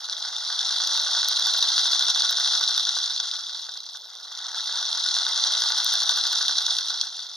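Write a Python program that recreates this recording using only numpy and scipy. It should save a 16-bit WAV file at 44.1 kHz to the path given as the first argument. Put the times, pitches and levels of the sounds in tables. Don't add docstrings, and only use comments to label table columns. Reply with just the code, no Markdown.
import sys
import numpy as np
from scipy import signal
from scipy.fft import rfft, irfft, next_fast_len
from scipy.io import wavfile
from scipy.ndimage import uniform_filter1d

SR = 44100
rng = np.random.default_rng(int(sys.argv[2]) if len(sys.argv) > 2 else 0)


def int16_out(signal):
    q = np.round(np.clip(np.atleast_2d(signal).T, -1, 1) * 32767)
    wavfile.write(sys.argv[1], SR, q.astype(np.int16))


def how_loud(loudness_db):
    steps = np.asarray(loudness_db, float) / 20
    return 10 ** steps


N = 324568
FULL_SPEED = 114
GEAR_RATIO, START_WHEEL_TURN = 8.5477, -1.488


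def rms_one(x):
    return x / np.sqrt(np.mean(x ** 2) + 1e-20)


def in_time(rows):
    s, *columns = np.transpose(rows)
    return [np.interp(np.arange(N) / SR, s, c) for c in columns]


def at_hz(points, hz):
    table_hz, level_db = np.array(points)[:, 0], np.array(points)[:, 1]
    return np.interp(np.log(hz + 1), np.log(table_hz), level_db)


def colour(x, spectrum):
    closed = [(spectrum[0][0] / 2, -90)] + list(spectrum) + [(spectrum[-1][0] * 1.15, -90)]
    cepstrum = irfft(at_hz(closed, np.linspace(0, SR / 2, 2049)) * np.log(10) / 20)
    cepstrum[1:2048] *= 2
    cepstrum[2049:] = 0
    return signal.fftconvolve(x, irfft(np.exp(rfft(cepstrum))))[:N]


def band(x, order, hz, kind):
    return signal.sosfilt(signal.butter(order, hz, kind, fs=SR, output="sos"), x)


def drift(rate):
    r = np.exp(-2 * np.pi * rate / SR)
    return rms_one(signal.lfilter([1], [1, -2 * r, r * r], rng.standard_normal(N + SR))[SR:])


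def ring(clicks, hz, t60):
    r, w = how_loud(-60 / (t60 * SR)), 2 * np.pi * hz / SR
    return signal.lfilter([0, np.sin(w)], [1, -2 * r * np.cos(w), r * r], clicks + 1e-18)


def strikes(seconds, heights):
    train = np.zeros(N)
    train[np.minimum(np.round(np.asarray(seconds) * SR).astype(int), N - 1)] = heights
    return train


def spread(excitation, spectrum, width):
    lean = width * drift(500)
    return rms_one(np.array([colour(excitation * (1 + side * lean), spectrum) for side in (1, -1)]))


# start_s, speed_turns_per_s
MOTOR_SPEED = [(0.0, 41.5), (0.57, 81.9), (0.913, 97.4), (1.287, 106.8), (1.715, 111.1), (2.329, 114.7),
               (2.564, 112.3), (3.13, 70.6), (3.617, 41.8), (3.946, 27.2), (4.138, 18.6), (4.42, 34.6),
               (4.577, 55.5), (5.442, 97.1), (5.814, 108.5), (6.308, 110.8), (6.753, 79.5), (7.36, 38.3)]


def motor_run():
    speed, = in_time(MOTOR_SPEED)
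    start_turn = .114
    return speed, start_turn + np.cumsum(speed) / SR


def push(speed):
    return uniform_filter1d(np.gradient(np.log(speed)) * SR, size=SR // 5, mode="nearest")


# start_s, level_db
CHATTER = [(0, -35), (.45, -29.5), (.9, -25), (1.99, -24), (2.6, -24), (3.26, -30.5), (3.92, -40),
           (4.2, -43.5), (4.45, -33.5), (4.67, -29.5), (5.45, -24), (6.13, -24), (6.72, -26.5), (7.2, -35),
           (7.36, -37.5)]


def chatter_level():
    return in_time(CHATTER)[0]


def crank(contacts, speed, turns):
    angle, db, octave_db, loss_db, scatter = np.transpose(contacts)
    wheel = turns / GEAR_RATIO + START_WHEEL_TURN
    luck = rng.standard_normal((2, 70, len(contacts)))
    contact_turns = np.arange(-2, 68)[:, None] + angle + scatter * luck[0]
    at = np.interp(contact_turns, wheel, np.arange(N)).astype(int)
    level_db = chatter_level()[at] + db + octave_db * np.log2(speed[at] / FULL_SPEED)
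    level_db -= loss_db * np.abs(luck[1])
    level_db -= 0.5 * np.minimum(push(speed)[at], 0)
    inside = (at > 0) & (at < N - 99)
    return at[inside] / SR, level_db[inside]


SEGMENTS = [
    0,
    -9,
    -7,
]


def brushes(turns):
    gap = np.floor(3 * turns).astype(int)
    crossed = np.diff(gap, prepend=gap[0]) > 0
    tick_db = np.array(SEGMENTS)[gap % 3] + rng.normal(0, 0.47, N)
    return rms_one(crossed * how_loud(tick_db) * rng.choice([-1, 1], N))


def teeth(per_s, spread_db, low_hz, high_hz, cycles, dry_db):
    sizes = how_loud(spread_db * np.minimum(rng.exponential(1, N), 3.3)) * rng.choice([-1, 1], N)
    clicks = sizes * (rng.random(N) < per_s / SR) / np.sqrt(per_s)
    dealt = rng.integers(0, 12, N)
    rings = 0
    for k, hz in enumerate(np.geomspace(low_hz, high_hz, 12)):
        rings = rings + rms_one(ring(clicks * (dealt == k), hz, cycles / hz)) * np.sqrt(hz)
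    return rms_one(rings) + how_loud(dry_db) * rms_one(clicks)


# crank_angle_turns, hardest_db (against the whir),
# change_db (per doubling of speed), usual_loss_db, scatter_turns
KNOCKS = [
    (-.016, 3, -2.2, 4, .004),
    (.195, -2, 1.2, 4, .012),
    (.3, -3, -2.5, 4, .015),
]
# pitch_hz, level_db (per Hz)
RUMBLE = [(59, -71), (100, -52.5), (327, -35), (373, -40.5), (513, -28), (661, -13), (885, -3.5),
          (1110, -9.5), (1170, -5.5), (1320, -3.5), (1450, -4.5), (1630, -0.5), (1840, -9), (2100, -5.5),
          (2400, -18), (3120, -49), (5280, -120)]
# pitch_hz, level_db (per Hz)
WHIR = [(1410, -104), (2400, -40), (2720, -23.5), (3010, -24.5), (3360, -3.5), (3570, -1.5), (3930, -2),
        (4420, -5.5), (5940, -7.5), (6510, -13), (7160, -28.5), (8000, -45.5), (10400, -27), (17600, -120)]
# pitch_hz, level_db (per Hz)
FIZZ = [(4710, -30), (8000, -7.5), (8320, -6.5), (8600, -8.5), (9620, -8.5), (12500, -15), (16200, -75),
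        (22000, -120)]


def gears(speed, turns):
    knock_s, _ = crank(KNOCKS[:1], speed, turns)
    fade = np.exp(-1 / (0.006 * SR))
    shaken_db = 3.0 * signal.lfilter([1], [1, -fade], strikes(knock_s, 0.64))
    beat_db = 0.86 * np.cos(2 * np.pi * turns) + 0.75 * drift(67) + 1.38 * drift(26.6)
    wheel = turns / GEAR_RATIO + START_WHEEL_TURN
    load_db = 0.5 * np.cos(2 * np.pi * (wheel - 0.25))

    octaves = np.log2(speed / FULL_SPEED)
    rumble_db = -19.5 + 1.3 * push(speed) - 0.8 * octaves
    fizz_db = -27.5 + 1.1 * octaves

    ticks = brushes(turns) * (50 / speed) ** .9
    bright = teeth(36 * speed + 900, 3.2, 2700, 7250, cycles=33.4, dry_db=0.5)
    bright = rms_one(bright) + .62 * ticks
    dull = teeth(16 * speed + 300, 1.0, 371, 2227, cycles=14.3, dry_db=-24) + 0.76 * bright
    fine = teeth(40 * speed + 900, 1.5, 9250, 8600, cycles=21, dry_db=-1) + 0.37 * bright
    fine = rms_one(fine) + 1.6 * ticks

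    dull = dull * how_loud(0.74 * beat_db + shaken_db + load_db)
    fine = fine * how_loud(1.67 * beat_db + shaken_db)
    dull = dull + how_loud(-36) * ring(dull, 1483, .03)
    whir = spread(bright * how_loud(beat_db + shaken_db), WHIR, width=.2)
    rumble = spread(dull, RUMBLE, width=0.11)
    fizz = spread(fine, FIZZ, width=1.0)
    layers = whir + how_loud(rumble_db + 2.5) * rumble + how_loud(fizz_db + 5.0) * fizz
    return how_loud(chatter_level() + 0.54) * layers


# multiple_of_speed, level_db (at full speed)
HUM = [
    (3, -54),
    (4, -60),
    (6, -58.5),
    (9, -61),
    (12, -60),
]
# pitch_hz, level_db
BENCH_TOP = [(170, -46), (250, -30), (350, -29), (510, -18), (590, 0), (800, 0), (1030, 1), (1350, -14)]


def armature(speed, turns):
    coast_s = 1.0
    drive = np.clip(speed * (1 + coast_s * push(speed)) / FULL_SPEED, .01, 1)
    current_db = 20 * np.log10(drive) + 11 * np.minimum(np.log2(speed / 90), 0)
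    hum = np.zeros(N)
    for k, db in HUM:
        line_db = db + at_hz(BENCH_TOP, k * speed) + current_db + 27 / k ** 2 * drift(5)
        hum += np.sqrt(2) * how_loud(line_db) * np.sin(2 * np.pi * k * turns)
    return hum


def room_tone():
    mid, side = rng.standard_normal((2, N))
    noise = np.array([mid + 0.12 * side, mid - 1.1 * side])
    hiss = band(noise, 2, 10500, "high") * how_loud(2.2 * drift(25))
    rumble = band(noise, 4, [430, 1100], "band") * how_loud(2 * drift(8))
    deep = band(noise, 3, [130, 330], "band")
    hum = band(mid, 2, [30, 48], "band")
    return how_loud(-66.5) * hiss + how_loud(-52.5) * rumble + how_loud(-73.0) * deep + how_loud(-81) * hum


# pitch_hz, level_db, fade_s (to fall 60 dB)
FRAME = [
    (1483, 0, .055),
    (1605, -5, .04),
    (1190, -8, .04),
    (935, -13, .04),
]


def rod_knocks(speed, turns):
    s, db = crank(KNOCKS, speed, turns)
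    luck_db = rng.normal(0, 0.76, (len(s), len(FRAME)))
    knocks = np.zeros(N)
    for k, (hz, mode_db, t60) in enumerate(FRAME):
        strike_db = db + mode_db - 6.5 + luck_db[:, k] * (k > 0)
        knocks += ring(strikes(s + 0.001017, how_loud(strike_db)), hz, t60)
    return band(knocks, 4, 450, "high")


# crank_angle_turns, hardest_db (against the whir),
# change_db (per doubling of speed), usual_loss_db, scatter_turns
SLACK = [
    (0.001, 16, 0.11, 1.7, .006),
    (0.202, 18, .1, 2, .03),
    (.46, 7.4, .1, 6.4, .04),
    (.62, 13, .1, 18, .05),
    (.82, 19.7, .1, 5.5, 0.03),
]
# start_s, peak_db, brightest_pitch_hz
CLACKS = [(0.097, -15, 4330), (0.6289, -10, 3680), (0.7103, -11, 3800), (0.8734, -10, 3870),
          (0.9741, -8, 3800), (1.1331, -9.5, 3400), (1.285, -9, 3920), (1.3955, -9, 3780),
          (1.4224, -10, 3420), (1.6257, -7, 3600), (1.932, -5, 3440), (2.0827, -6, 3800),
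          (2.3087, -21, 3780), (2.8508, -8, 3530), (3.1621, -10, 3860), (3.1996, -7.5, 3500),
          (3.8035, -22, 3930), (4.374, -17, 5400), (5.1415, -7.5, 3970), (5.4379, -5, 3560),
          (5.8436, -9, 6100), (5.9369, -20, 5140), (6.0928, -2, 3750), (6.3848, -10, 4800),
          (6.4813, -5, 3220), (6.5824, -3.5, 4200), (6.6643, -4.5, 3820), (6.785, -8, 3600),
          (6.8839, -11.5, 4550), (7.012, -4, 4050)]


def rod_clacks(speed, turns):
    slack_s, slack_db = crank(SLACK, speed, turns)
    slack_hz = 3530 + 347 * rng.exponential(1, len(slack_s))
    free = np.abs(slack_s[:, None] - np.array(CLACKS)[:, 0]).min(axis=1) > .012
    clacks = [(s, db + 1.5, hz) for s, db, hz in CLACKS]
    clacks += list(zip(slack_s[free], slack_db[free], slack_hz[free]))
    t, out = np.arange(600) / SR, np.zeros(N + 600)
    rattle = rng.standard_normal((len(clacks), 600))
    shape = (1 - np.exp(-t / 2e-4)) * (np.exp(-t / .0013) + .15 * np.exp(-t / .005))
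    for (s, db, hz), noise in zip(clacks, rattle):
        burst = shape * (0.29 * np.sin(2 * np.pi * hz * t) + noise)
        out[round(s * SR):][:600] += how_loud(db + 10.5) * burst / np.max(np.abs(burst))
    return colour(out[:N], [(hz, 0.83 * db) for hz, db in WHIR])


# crank_angle_turns, hardest_db (against the whir),
# change_db (per doubling of speed), usual_loss_db, scatter_turns
RIM = [
    (0.001, -39.5, 0.23, 5, .01),
    (.56, -20, -1.6, 4.5, 0.018),
    (.7, -24, .1, 8.1, 0.054),
    (.83, -17.5, .1, 11, 0.037),
]


def wheel_rim(speed, turns):
    s, db = crank(RIM, speed, turns)
    rings = ring(strikes(s, how_loud(db + 3.5)), 9880, .05)
    return band(rings, 2, [9300, 10500], "band")


# pitch_hz, left_minus_right_db
LEANING = [(150, 15), (380, 2), (700, -4.5), (1300, -2), (2400, -0.5), (4400, 0), (8100, 2), (15000, 1.5)]
# pitch_hz, reflected_minus_direct_db
DIFFUSE = [(150, 57), (500, -6.5), (1500, -10.5), (4000, -8.5), (7000, -24), (10000, -6.5), (15000, 21)]


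def bench(x):
    left_lead_s, tail_t60_s = 2.5e-5, .13
    size = next_fast_len(N + SR // 4)
    hz, t = np.linspace(0, SR / 2, size // 2 + 1), np.arange(SR // 5) / SR
    tails = rng.standard_normal((2, len(t))) * how_loud(-60 * t / tail_t60_s) * (t > .001)
    tails = rfft(tails / np.sqrt(np.sum(tails ** 2, axis=1, keepdims=True)), size)
    side = np.array([[.5], [-.5]])
    direct = np.exp(2j * np.pi * hz * left_lead_s * side)
    wet = how_loud(at_hz(DIFFUSE, hz))
    path = how_loud(side * at_hz(LEANING, hz)) * (direct + wet * tails) / np.sqrt(1 + wet ** 2)
    return irfft(rfft(x, size) * path, size)[:, :N]


# start_s, peak_db, thump_db, left_minus_right_db
CRACKS = [(0.8734, -33, -74, 4.0), (0.9752, -41, -64, -1.5), (1.0156, -36, -69, 4.0), (1.2855, -22, -47, 2),
          (1.3947, -38, -67, -1.0), (1.4696, -32, -48, -2.0), (1.5359, -34, -58, -2.5),
          (1.5813, -31, -69, 4.0), (1.6916, -33, -65, 4), (1.9131, -37, -73, -6), (2.0388, -39, -70, 6.0),
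          (2.159, -36, -54, 5.0), (2.3092, -26, -53, -0.5), (2.3999, -40, -59, -4.0),
          (2.6115, -33, -48, 2.0), (2.7766, -31, -88, 2.5), (5.6067, -35, -78, -1.5),
          (5.7009, -32.5, -53, -4), (5.7813, -36, -62, 11), (5.8456, -22, -58, -1), (5.9369, -27, -63, 7),
          (6.0342, -41, -68, 15.5), (6.0911, -36, -69, -1.5), (6.1739, -27, -49, 3),
          (6.2731, -39, -67, 8.0), (6.3275, -24, -46, -0.5), (6.4822, -37, -71, -2.0),
          (6.7855, -38, -56, 0.5)]


def overload():
    s, db, thump_db, pan_db = np.transpose(CRACKS)
    slip_s = rng.uniform(-4e-5, 4e-5, len(s))
    ticks = np.array([strikes(s + 3e-4 + side * slip_s, how_loud(db + 21.0 + side * pan_db / 2))
                      for side in (1, -1)])
    thump = strikes(s + 0.0013, how_loud(thump_db + 26.5))
    return band(ticks, 2, 10000, "high") + band(thump, 3, [150, 480], "band")


# pitch_hz, width_hz
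NOTCHES = [
    (2355, 505),
    (2510, 34),
    (8080, 400),
    (7840, 210),
]


def limit_and_notch(x):
    x = x / (1 + (x / .52) ** 6) ** (1 / 6)
    for hz, width_hz in NOTCHES:
        x = signal.lfilter(*signal.iirnotch(hz, hz / width_hz, fs=SR), x)
    return band(x, 4, 170, "high")


def scene():
    speed, turns = motor_run()
    clatter = gears(speed, turns) + rod_knocks(speed, turns)
    clatter = clatter + rod_clacks(speed, turns) + wheel_rim(speed, turns)
    hum = armature(speed, turns) * how_loud(np.array([[-1.5], [1.5]]))
    return bench(clatter) + hum


def band_limit(x):
    return signal.sosfilt(signal.butter(12, 15940, fs=SR, output="sos"), x)


def record(dry):
    wide = limit_and_notch(dry) + overload() + room_tone()
    wide = signal.sosfilt(signal.cheby2(12, 45, 16050, fs=SR, output="sos"), wide)
    return band_limit(wide)


dry = scene()
out = record(dry)
int16_out(out)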